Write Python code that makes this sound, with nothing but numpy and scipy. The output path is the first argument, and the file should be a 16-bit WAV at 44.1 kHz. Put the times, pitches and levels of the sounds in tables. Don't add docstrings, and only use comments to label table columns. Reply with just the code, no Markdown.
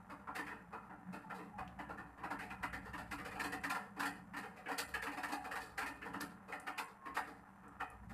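import sys
import numpy as np
from scipy import signal
from scipy.fft import rfft, irfft
from scipy.io import wavfile
from scipy.ndimage import uniform_filter1d

SR = 44100
rng = np.random.default_rng(int(sys.argv[2]) if len(sys.argv) > 2 else 0)


def materialize(psi):
    bounded = np.clip(np.atleast_2d(psi).T, -1, 1)
    quanta = np.round(bounded * 32767).astype(np.int16)
    wavfile.write(sys.argv[1], SR, quanta)


N = 358533

# f/Hz, level/dB
WASH_COLOUR = [(180, -6.5), (280, -2), (380, -6.5), (500, -7), (700, -1), (900, 2), (1400, -4), (1900, -11),
               (2500, -18), (3300, -27), (4500, -31.5), (10000, -27.5), (14000, -32.5)]
# t/s, level/dB
BOOM_RIDE = [(0.0, -74), (0.41, -69.5), (1.49, -79), (1.63, -55), (1.65, -64.5), (2.42, -68.5), (2.74, -59),
             (3.65, -66.5), (3.74, -80), (4.14, -71.5), (4.75, -78), (4.96, -60), (5.12, -73), (5.84, -66),
             (7.04, -85), (7.11, -69), (7.54, -77.5), (8.13, -57)]
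HUM_RIDE = [(0.0, -61), (0.07, -62.5), (1.02, -62.5), (1.11, -47.5), (1.25, -71), (1.27, -56.5),
            (2.06, -60.5), (2.13, -78), (2.24, -59.5), (4.48, -58.5), (4.57, -64.5), (6.0, -69),
            (6.14, -54), (6.7, -70), (7.72, -64), (7.93, -72), (8.04, -60.5), (8.13, -55)]
# f/Hz, nominal width/Hz, level/dB
LOW_MODES = [(103.8, 13, 0), (126, 16.3, 1)]
HOLLOW_MODES = [(178.8, 4.9, -1.5), (193.5, 12.2, -0.5), (212, 12, -5)]
# f/Hz, level/dB
AWNING_COLOUR = [(230, -18), (330, -10.5), (375, -21.5), (420, -7), (670, -12), (780, 0), (1400, -4.5),
                 (1950, -7.5), (2200, -11), (2800, -13), (3400, -20), (4700, -16.5), (5900, -27.5),
                 (8000, -22.5), (14000, -28)]
# f/Hz, width/Hz, lift over the broad colour/dB
AWNING_MODES = [(284.2, 16.4, 20), (457, 15.6, 7), (475.6, 8.4, 7), (559, 6.3, 3.5), (598.4, 8.7, 10),
                (733, 7.1, 11), (758, 6.3, 9), (844, 60, 2), (986, 23, 5.5), (1230, 31, 5.5),
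                (1373, 44, 8.5), (1659, 17.5, 10), (1806, 73, 12), (2030, 16, 9), (2505, 72, 8),
                (2693, 30, 7)]
# t/s, level/dB, brightness/dB, spray relative to level/dB, plop f/Hz
DRIPS = [(0.096, -53.5, -4, -14.5, 1210), (0.271, -51.5, -11.5, -26, 1200), (0.351, -45, 2, -7.5, 1880),
         (0.382, -46.5, 5, -11.5, 1290), (0.464, -51, 5, -13.5, 1900), (0.501, -53, 0.5, -18.5, 1770),
         (0.726, -51, -8.5, -20.5, 830), (0.893, -59.5, -10, -28, 910), (1.127, -52.5, 0, -11, 765),
         (1.298, -49, -5.5, -19, 1550), (1.341, -61, -5, -4.5, 1110), (1.383, -56, 0.5, -18.5, 1000),
         (1.581, -48, -5, -18.5, 880), (1.788, -47.5, -2.5, -19.5, 780), (1.89, -52.5, -8.5, -17, 720),
         (1.974, -54.5, -3, -16, 1720), (2.175, -60, -1, -17, 704), (2.234, -44.5, -6, -19.5, 980),
         (2.305, -43.5, -4, -15.5, 816), (2.389, -50, 8.5, -10, 1810), (2.417, -54, 2, -10.5, 1820),
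         (2.5, -49.5, -3, -15, 2580), (2.629, -39.5, 1, -15.5, 1470), (2.728, -48.5, 4.5, -9.5, 1390),
         (2.85, -58, 1, -9, 930), (2.932, -49, 1.5, -13.5, 1800), (2.977, -50.5, 1.5, -9, 970),
         (3.111, -45, 0, -8, 1700), (3.181, -49, 1, -13, 1840), (3.249, -48, 5, -9, 1320),
         (3.31, -53.5, 4, -9.5, 1730), (3.352, -51.5, -5, -15, 2490), (3.396, -43, 0, -6.5, 2400),
         (3.438, -43, 3.5, -6, 990), (3.521, -44.5, 2.5, -8, 1530), (3.636, -41.5, 1, -9.5, 1830),
         (3.698, -41, -1.5, -5.5, 2500), (3.746, -44, -2, -11.5, 1420), (3.963, -53.5, -3, -16, 950),
         (3.995, -41.5, -2, -6.5, 1430), (4.025, -42.5, 2, -10, 1370), (4.054, -41.5, 3.5, -7, 1830),
         (4.335, -49, -1, -18, 1800), (4.365, -49, 7, -6.5, 1730), (4.427, -53, 0.5, -12.5, 1360),
         (4.561, -59.5, 6, -9.5, 710), (4.657, -50, 12, -22, 770), (4.683, -45, -1.5, -14, 810),
         (4.71, -44, -4, -12.5, 960), (4.781, -42, 2, 2.5, 1820), (4.939, -41.5, 8.5, -10.5, 1740),
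         (5.021, -45, 2.5, -7, 1800), (5.064, -43.5, 4, -14.5, 1230), (5.115, -53, -2.5, -8, 2450),
         (5.171, -45, -0.5, -12.5, 1100), (5.231, -42.5, 3.5, -9.5, 1650), (5.284, -49.5, -2, -8.5, 950),
         (5.32, -45, 1, -5, 810), (5.442, -48, -6, -12, 1200), (5.511, -45, 0.5, -11, 1700),
         (5.554, -45, 2.5, -9, 1420), (5.604, -60, 2, 1.5, 730), (5.778, -41, 2.5, -8, 1760),
         (5.816, -42, 1.5, -14.5, 1630), (5.859, -47.5, 4, -7, 1820), (6.015, -52, 8.5, -16.5, 1530),
         (6.053, -50.5, -1.5, -14.5, 910), (6.134, -47, 0.5, -16, 1200), (6.203, -47, 1.5, -6, 1200),
         (6.48, -56, -4, -12, 980), (6.52, -46.5, 1.5, -14.5, 2040), (6.668, -42.5, 2.5, -14.5, 1420),
         (6.779, -42.5, -0.5, -5, 2520), (7.055, -51, -0.5, -17, 1140), (7.146, -53, -5, -3, 2460),
         (7.166, -38.5, 1.5, -13, 1160), (7.268, -57.5, -3, -9.5, 1180), (7.626, -66, -6, -25, 1100),
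         (7.802, -43, -2, -19.5, 1400), (8.092, -60, -6, -8.5, 2010)]
# t/s, level/dB, f/Hz, t60/s
RINGS = [(1.235, -47.5, 876, 0.29), (1.53, -45.5, 830, 0.34), (4.585, -46.5, 750, 0.18),
         (5.315, -38.5, 817, 0.43), (5.365, -41.5, 750, 0.31), (5.60, -48, 740, 0.25)]
# t/s, peak level/dB, f/Hz
SILL_TICKS = [(1.677, -50.5, 2760), (4.890, -48.5, 13000), (6.209, -36.5, 4670), (6.213, -38.5, 10900),
              (6.599, -48, 9150), (7.681, -59.5, 8360), (7.902, -51, 10500)]
# t/s, level/dB
WHISTLE_RIDE = [(6.5, -83), (6.6, -84), (6.8, -54), (6.98, -75), (7.07, -48.5), (7.13, -54.5), (7.17, -85)]
# low f/Hz, high f/Hz, stretch of the splat, echo level/dB, echo t60/s
THUD = (196, 651.5, 1.8, -10, 0.5)
DRUM = (646.5, 1498, 2.02, -7.5, 0.1)
RATTLE = (1502, 3201, 1.27, -4.5, 0.3)
SPRAY = (3195, 16004, 1.45, -5, 0.1)

TYPICAL_DB, TYPICAL_HZ = -48, 1200


def from_db(db):
    return 10 ** (np.asarray(db) / 20)


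def rms_one(x):
    return x / np.sqrt(np.mean(x ** 2) + 1e-20)


def fader(ride):
    return np.interp(np.arange(N) / SR, *np.transpose(ride))


def at_hz(colour, hz):
    known_hz, db = np.transpose(colour)
    return np.interp(np.log(hz + 1e-3), np.log(known_hz), db)


def band(x, low_hz, high_hz, order=2):
    sos = signal.butter(order, [low_hz, min(high_hz, SR * .49)], "band", fs=SR, output="sos")
    return signal.sosfilt(sos, x + 1e-18)


def resonance(x, hz, width_hz):
    r = np.exp(-np.pi * width_hz / SR)
    feedback = [1, -2 * r * np.cos(2 * np.pi * hz / SR), r * r]
    return signal.lfilter(np.array([1, 0, -1]) * (1 - r * r) / 2, feedback, x + 1e-18)


def levelled(x, size):
    return x / np.sqrt(np.abs(uniform_filter1d(x ** 2, size)) + 1e-12)


def grains(per_s, spread_db):
    sizes = from_db(spread_db * rng.standard_normal(N)) * rng.choice([-1, 1], N)
    return rms_one(sizes * (rng.random(N) < per_s / SR))


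def rain_wash(level_db=-66):
    colour = from_db(at_hz(WASH_COLOUR, np.linspace(0, SR / 2, N // 2 + 1)))
    patters = [grains(per_s=2600, spread_db=2) for _ in range(2)]
    mid, side = (rms_one(irfft(rfft(patter) * colour, N)) for patter in patters)
    return from_db(level_db) * (mid + from_db(-2) * band(side, 6500, 16000, order=4) * [[1], [-1]])


def drone(modes):
    out = np.zeros(N + SR)
    for hz, width, db in modes:
        narrow = resonance(rng.standard_normal(N + SR), hz, width * 1.46)
        out += from_db(db) * rms_one(resonance(narrow, hz, width * 4))
    return levelled(out[SR:], size=SR // 10)


def town(boom_hz=62.7):
    boom_db, hum_db = fader(BOOM_RIDE), fader(HUM_RIDE)
    boom = from_db(boom_db + 1.1) * drone([(boom_hz, 5.5, 0), (47, 10, -13)])
    middle = from_db((boom_db + hum_db) / 2 - 1.5) * drone(LOW_MODES)
    hum = from_db(hum_db + 0.15) * drone(HOLLOW_MODES)
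    return boom + middle + hum


def awning_response():
    hz = np.linspace(0, SR / 2, 2 ** 13 + 1)
    peaks = sum((from_db(2 * db) - 1) / (1 + (2 * (hz - mode_hz) / width) ** 2)
                for mode_hz, width, db in AWNING_MODES)
    gain_db = at_hz(AWNING_COLOUR, hz) + 10 * np.log10(np.maximum(1 + peaks, 1e-3))
    cepstrum = irfft(np.log(from_db(gain_db)))
    half = len(cepstrum) // 2
    cepstrum[1:half] *= 2
    cepstrum[half + 1:] = 0
    return irfft(np.exp(rfft(cepstrum)))[:half]


def drizzle(level_db=-67):
    taps = signal.fftconvolve(grains(per_s=190, spread_db=3), awning_response())[:N]
    return from_db(level_db) * rms_one(band(taps, 500, 1620))


def landings(splat_s=0.0087, bounce_s=0.086, bounce_splat_s=0.013):
    s, level, bright, spray, hz = np.transpose(DRIPS)
    harder_db = level - TYPICAL_DB
    spread_s = splat_s * 2 ** (-0.0464 * harder_db)
    flight_s = bounce_s * 2 ** (0.012 * harder_db)
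    bounce_db = -66.5 + 0.38 * harder_db
    falls = [s, level, bright, spray, hz, spread_s]
    bounces = [s + flight_s, bounce_db, bright - 6, 0.91 * spray - 1, hz, np.full_like(s, bounce_splat_s)]
    return np.hstack([falls, bounces])


def splat(splat_s):
    age = np.arange(SR // 4) / SR / max(splat_s, 1e-3)
    return age * np.exp(1 - age)


def splat_power(levels_db, stretch):
    power = np.zeros(N + SR)
    for (s, *_, splat_s), db in zip(landings().T, levels_db):
        start = round(s * SR)
        power[start:start + SR // 4] += (from_db(db) * splat(splat_s * stretch)) ** 2
    return power[:N]


def snaps(trim_db=-7):
    _, level, _, spray, _ = np.transpose(DRIPS)
    crackle = rms_one(band(grains(per_s=11000, spread_db=2.5), SPRAY[0], 12000))
    return np.sqrt(splat_power(level + spray + trim_db, stretch=0.46)) * crackle


def edge_echoes(x, echo_db=-6.5, longest_s=0.003501, damping_hz=3200, count=4):
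    n = np.arange(N)
    drip = np.searchsorted(np.array(DRIPS)[:, 0] * SR, n)
    lags = (rng.uniform(.1, 1, (len(DRIPS) + 1, count)) * longest_s * SR).astype(int)
    returns = sum((-1) ** k * x[n - lags[drip, k]] for k in range(count))
    return x + from_db(echo_db) * band(returns, THUD[0] / 2, damping_hz, order=1)


def softened(power, blur_s):
    t = np.arange(-(SR // 50), SR // 50 + 1) / SR
    window = np.exp(-.5 * (t / blur_s) ** 2)
    return np.maximum(signal.oaconvolve(power, window / window.sum(), "same"), 0)


def lingering(power, t60, build_s=0.038):
    t = np.arange(SR) / SR
    tail = from_db(-60 * t / t60) ** 2 * (1 - np.exp(-t / build_s))
    return np.maximum(signal.fftconvolve(power, tail / tail.sum())[:N], 0)


def drum_on(sheet, part, levels_db):
    low_hz, high_hz, stretch, echo_db, t60 = part
    response = band(sheet, low_hz, high_hz, order=5)
    impacts = edge_echoes(grains(per_s=6000, spread_db=3.5))
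    impacts = levelled(band(impacts, low_hz / 2, high_hz * 1.25), size=SR // 60)
    makeup = 1 / np.std(signal.oaconvolve(impacts, response)[:N])
    power = softened(splat_power(levels_db, stretch), blur_s=0.0013 * stretch ** 2)
    street_echo = from_db(echo_db) ** 2 * lingering(power, t60)
    force = impacts * np.sqrt(power + street_echo)
    return makeup * signal.oaconvolve(force, response)[:N]


def plops(width_hz=340, stretch=1.02):
    out = np.zeros(N + SR)
    for s, db, bright_db, _, hz, splat_s in landings().T[:len(DRIPS)]:
        ring = resonance(rng.standard_normal(SR // 4), hz, width_hz)
        ring = levelled(resonance(ring, hz, width_hz), size=SR // 100)
        tilt_db = bright_db / 2 * np.clip(np.log2(hz / DRUM[1]) * 2, -1, 1)
        start = round(s * SR)
        out[start:start + SR // 4] += from_db(db + tilt_db) * splat(splat_s * stretch) * ring
    return out[:N]


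def drips():
    _, level, bright, spray, hz, _ = landings()
    spray_db = level + spray
    thud_db = -48.5 + 0.25 * (spray_db - TYPICAL_DB) - 3.5 * np.log2(hz / TYPICAL_HZ)
    sheet = awning_response()
    centre = drum_on(sheet, THUD, np.minimum(thud_db, level + 1.5))
    centre += from_db(-0.75) * drum_on(sheet, DRUM, level - bright / 2)
    centre += from_db(-1.34) * drum_on(sheet, RATTLE, level + bright / 2)
    centre += from_db(-2) * drum_on(sheet, SPRAY, spray_db)
    centre += from_db(-3.5) * plops()
    scatter = band(drum_on(sheet, SPRAY, spray_db), 7950, 14000, order=4)
    return centre + from_db(-9) * scatter * [[1], [-1]]


def falling_spray(trim_db=-12.5, fall_t60=0.29):
    _, level, _, spray, _, _ = landings()
    airborne = lingering(splat_power(level + spray, stretch=SPRAY[2]), fall_t60, build_s=0.036)
    specks = [rms_one(band(grains(per_s=450, spread_db=4), 7300, 11100, order=3)) for _ in range(2)]
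    return from_db(trim_db) * np.sqrt(airborne) * np.array(specks)


def rings(attack_s=0.012):
    out, t = np.zeros(N + SR), np.arange(SR // 2) / SR
    for s, db, hz, t60 in RINGS:
        envelope = from_db(db - 60 * t / t60) * (1 - np.exp(-t / attack_s))
        start = round(s * SR)
        out[start:start + len(t)] += envelope * np.sin(2 * np.pi * hz * t)
    return out[:N]


def sill_ticks(decay_s=0.0019, echo_db=-13, echo_t60=0.22):
    out, t = np.zeros(N + SR), np.arange(SR // 4) / SR
    envelope = np.exp(-t / decay_s) + from_db(echo_db - 60 * t / echo_t60)
    for s, db, hz in SILL_TICKS:
        tick = resonance(rng.standard_normal(len(t)) * envelope, hz, width_hz=hz * 0.23)
        start = round(s * SR)
        out[start:start + len(t)] += from_db(db) * tick / np.abs(tick).max()
    return out[:N]


def far_whistle(hz=1075):
    t = np.arange(N) / SR
    gate = (t > WHISTLE_RIDE[0][0]) & (t < WHISTLE_RIDE[-1][0])
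    return gate * from_db(fader(WHISTLE_RIDE)) * drone([(hz, 4, 0)])


def scene():
    close = snaps() + drips() + falling_spray() + rings() + drizzle() + sill_ticks()
    return close + rain_wash() + town() + far_whistle()


def record(dry, cutoff_hz=14400):
    return signal.sosfilt(signal.ellip(12, .1, 70, cutoff_hz, fs=SR, output="sos"), dry)


dry = scene()
out = record(dry)
materialize(out)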